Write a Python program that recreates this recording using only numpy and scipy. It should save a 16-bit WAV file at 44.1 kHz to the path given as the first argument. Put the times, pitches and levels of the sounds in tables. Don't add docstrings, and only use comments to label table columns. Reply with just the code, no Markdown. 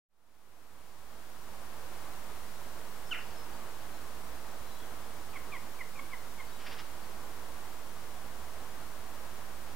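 import sys
import numpy as np
from scipy import signal
from scipy.fft import rfft, irfft, next_fast_len
from scipy.io import wavfile
from scipy.ndimage import map_coordinates

SR = 44100
rng = np.random.default_rng(int(sys.argv[2]) if len(sys.argv) > 2 else 0)


def file_out(sig):
    cols = np.atleast_2d(sig).T
    lim = np.clip(cols, -1, 1)
    pcm = np.round(lim * 32767).astype(np.int16)
    wavfile.write(sys.argv[1], SR, pcm)


N = 429975


def amp(db):
    return 10 ** (np.asarray(db) / 20)


def unit(x):
    return x / np.sqrt(np.mean(x ** 2) + 1e-20)


def along(points, hz):
    knots_hz, values = np.transpose(points)
    return np.interp(np.log(hz + 1), np.log(knots_hz + 1), values)


def wobble(rate_hz, size):
    knots = rng.standard_normal(int(size * rate_hz / SR) + 4)
    return map_coordinates(knots, [np.arange(size) * rate_hz / SR])


def filtered(x, response):
    size = next_fast_len(N + SR // 2)
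    return irfft(rfft(x, size) * response(np.fft.rfftfreq(size, 1 / SR)), size)[..., :N]


def noise(spectrum):
    return unit(filtered(rng.standard_normal(N), lambda hz: amp(along(spectrum, hz))))


def add(track, start_s, sound):
    part = track[round(start_s * SR):][:len(sound)]
    part += sound[:len(part)]


def pan(x, db):
    return x * amp([[db / 2], [-db / 2]])


def traffic_and_hiss(mid_db=-50, swell_db=0.34, flicker_db=.5, crossover_hz=2500, drone_db=-68):
    # (frequency [Hz], relative density [dB])
    spectrum = [(13, -29), (22, -7), (27, -11), (32, -14.5), (44, -7.5), (59, -3), (108, -10.5), (135, -10),
                (625, -9.5), (944, -8.5), (1140, -9.5), (2530, -20.5), (5930, -24.5), (14300, -26),
                (15500, -26.5)]
    # (frequency [Hz], side minus mid [dB])
    width = [(30, -13), (60, -8), (110, -7), (200, -3.5), (380, -5), (1290, -5.5), (2380, -1.5), (4400, -1)]
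    # (frequency [Hz], relative density [dB])
    drone = [(35, -43), (52, -20), (60, 4), (68, -4), (82, -7), (105, -40)]
    mid = noise(spectrum)
    side = filtered(noise(spectrum), lambda hz: amp(along(width, hz)))
    bed = amp(mid_db) * np.array([mid + side, mid - side])
    road = filtered(bed, lambda hz: 1 / (1 + (hz / crossover_hz) ** 4))
    hiss = bed - road
    flow = amp(swell_db * wobble(1.5, N) + flicker_db * wobble(12, N))
    return hiss + flow * road + amp(drone_db) * noise(drone)


def songbirds(slur=0.0203, waver=.012, fade_db=5.5, flutter_db=4.0, faint_count=7, faint_db=-63):
    # (time [s], length [s], pitch [Hz], level [dB])
    whistles = [(3.05, .05, 5330, -57), (3.12, 0.162, 5150, -62), (3.20, .17, 4600, -60),
                (3.345, .11, 5300, -60), (3.52, .05, 4620, -57), (4.60, .06, 3380, -61),
                (4.643, 0.115, 3990, -56), (4.765, .06, 3400, -53), (6.495, .055, 3880, -57)]
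    faint = [(np.interp(when, [0, 1], (2.8, 7.3)), .06, np.interp(height, [0, 1], (3300, 5140)), faint_db)
             for when, height in rng.random((faint_count, 2))]
    song = np.zeros(N)
    for start_s, length_s, pitch_hz, db in whistles + faint:
        size = int(length_s * SR)
        progress = np.linspace(0, 1, size)
        hz = pitch_hz * (1 - slur * progress) * (1 + waver * wobble(218, size))
        arch = np.sqrt(np.abs(np.sin(np.pi * progress)))
        gain = amp(db - fade_db * progress + flutter_db * wobble(69, size))
        add(song, start_s, arch * gain * np.sin(2 * np.pi * np.cumsum(hz) / SR))
    return song


def garden(x, gap_s=.012, side_db=-3):
    # (frequency [Hz], T60 [s])
    decay = [(300, 0.51), (2500, 0.51), (8000, 0.16)]
    hz, t, spectra = signal.stft(rng.standard_normal((2, SR * 3 // 4)), SR, nperseg=256)
    decay_db = -60 * t / along(decay, hz)[:, None]
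    _, (mid, side) = signal.istft(spectra * amp(decay_db), SR, nperseg=256)
    tail = np.array([mid + amp(side_db) * side, mid - amp(side_db) * side]) / np.linalg.norm(mid)
    delayed = np.pad(x, (round(gap_s * SR), 0))
    return signal.fftconvolve(delayed[None], tail, axes=1)[:, :N]


def walls(x):
    # (delay [s], gain [dB], left minus right [dB])
    echoes = [(.023, -13, -1), (.040, -11.5, -1), (.063, -12, 3), (.092, -20, 4)]
    return sum(pan(np.pad(x, (round(delay_s * SR), 0))[:N] * amp(db), pan_db)
               for delay_s, db, pan_db in echoes)


def wings(rustle_db=1.8):
    # (peak time [s], peak level [dB], half-width [s])
    strokes = [(6.612, -54, .016), (6.673, -45, 0.011), (6.726, -46.5, 0.013), (6.796, -46, 0.012)]
    # (frequency [Hz], relative density [dB])
    feathers = [(500, -40), (1100, -1), (1500, 2.5), (2200, 0.5), (3300, -1.5), (4000, -7), (4700, -4),
                (5500, -6.5), (6100, -16), (12000, -43)]
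    t = np.arange(N) / SR
    push = sum(amp(db) / (1 + ((t - peak_s) / half_s) ** 2) for peak_s, db, half_s in strokes)
    return push * unit(noise(feathers) * amp(rustle_db * wobble(400, N)))


def throat(x):
    # (frequency [Hz], gain [dB])
    response = [(500, -20), (1000, -1.5), (3400, 0), (4200, -17.5), (5800, -17), (6600, -8), (7600, -20.5),
                (10000, -30)]
    return filtered(x, lambda hz: amp(along(response, hz)))


def call(pitch_hz, level_db, harmonics_db, rasp, rough_db, rough_hz,
         jitter=0.0084, edge_s=0.0019, slip_rad=1.54, flutter_db=3):
    size = len(pitch_hz)
    t = np.arange(size) / SR
    hz = pitch_hz * (1 + jitter * wobble(530, size))
    phase = 2 * np.pi * np.cumsum(hz) / SR + slip_rad * rasp * wobble(707, size)
    tone = sum(amp(db + rough_db * wobble(rough_hz, size)) * np.sin(k * phase)
               for k, db in enumerate(harmonics_db, 1))
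    edges = np.clip(np.minimum(t, t[-1] - t) / edge_s, 0, 1)
    return amp(level_db + flutter_db * rasp * wobble(570, size)) * edges * tone


def contact_calls(lead_in_db=-11.5, swell_s=.011, release_s=0.0075, sag_hz=70, sag_s=0.0034):
    # (time [s], length [s], lead-in [s], start pitch [Hz], end pitch before sag [Hz], level [dB])
    calls = [(5.330, 0.051, .024, 1285, 997, -43), (5.519, 0.055, .003, 1244, 970, -43),
             (5.789, 0.0375, .018, 1190, 948, -40.5), (5.956, 0.049, 0.035, 1235, 1070, -41),
             (6.110, .043, 0.02, 1185, 954, -40.5), (6.383, 0.037, 0.012, 1128, 1020, -43.5)]
    harmonics_db = [-3.5, 0.5, -17.5, -19]
    voice = np.zeros(N)
    for start_s, length_s, lead_in_s, start_hz, end_hz, db in calls:
        t = np.arange(0, length_s, 1 / SR)
        glide_hz = start_hz + (end_hz - start_hz) * t / length_s
        pitch_hz = glide_hz - sag_hz * np.exp((t - length_s) / sag_s)
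        level_db = db + lead_in_db * np.clip(.5 + (lead_in_s - t) / swell_s, 0, 1)
        release = np.clip((length_s - t) / release_s, 0, 1)
        tone = call(pitch_hz, level_db, harmonics_db, rasp=0.12, rough_db=3.0, rough_hz=198)
        add(voice, start_s, release * tone)
    return throat(voice)


def chack():
    # (time [s], pitch [Hz], level [dB], rasp [0-1])
    contour = [(3.109, 1613, -42, .12), (3.114, 1530, -34, .03), (3.122, 1454, -30, 0.03),
               (3.131, 1360, -30.5, 0.14), (3.138, 1126, -42, 0.45), (3.151, 963, -40, .35),
               (3.170, 800, -44, 0.5)]
    harmonics_db = [-10, -1, -13, -14, -14.5]
    times_s, *controls = np.transpose(contour)
    t = np.arange(times_s[0], times_s[-1], 1 / SR)
    pitch_hz, level_db, rasp = (np.interp(t, times_s, control) for control in controls)
    voice = np.zeros(N)
    add(voice, times_s[0], call(pitch_hz, level_db, harmonics_db, rasp, rough_db=2.3, rough_hz=336))
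    return throat(voice)


def scene(chack_wet_db=-8.5, contact_wet_db=-16, contact_echo_db=-6, wing_wet_db=-12,
          song_dry_db=-4, song_wet_db=-6, beam_hz=2800):
    sharp, soft, flutter, song = chack(), contact_calls(), wings(), songbirds()
    direct = pan(sharp + soft + flutter, db=-.8) + amp(song_dry_db) * song
    dull = filtered(sharp, lambda hz: 1 / np.sqrt(1 + (hz / beam_hz) ** 10))
    echoes = walls(dull + amp(contact_echo_db) * soft)
    scatter = garden(amp(chack_wet_db) * dull + amp(contact_wet_db) * soft
                     + amp(wing_wet_db) * flutter + amp(song_wet_db) * song)
    return direct + echoes + scatter + traffic_and_hiss()


def record(dry, top_hz=15850):
    # (start [s], end [s])
    fade_s = (0.087, 1.975)
    offset = [
        [.0091],
        [.0193],
    ]
    fade = np.interp(np.arange(N) / SR, fade_s, [0, 1])
    return filtered(dry * fade, lambda hz: hz < top_hz) + fade * np.array(offset)


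dry = scene()
out = record(dry)
file_out(out)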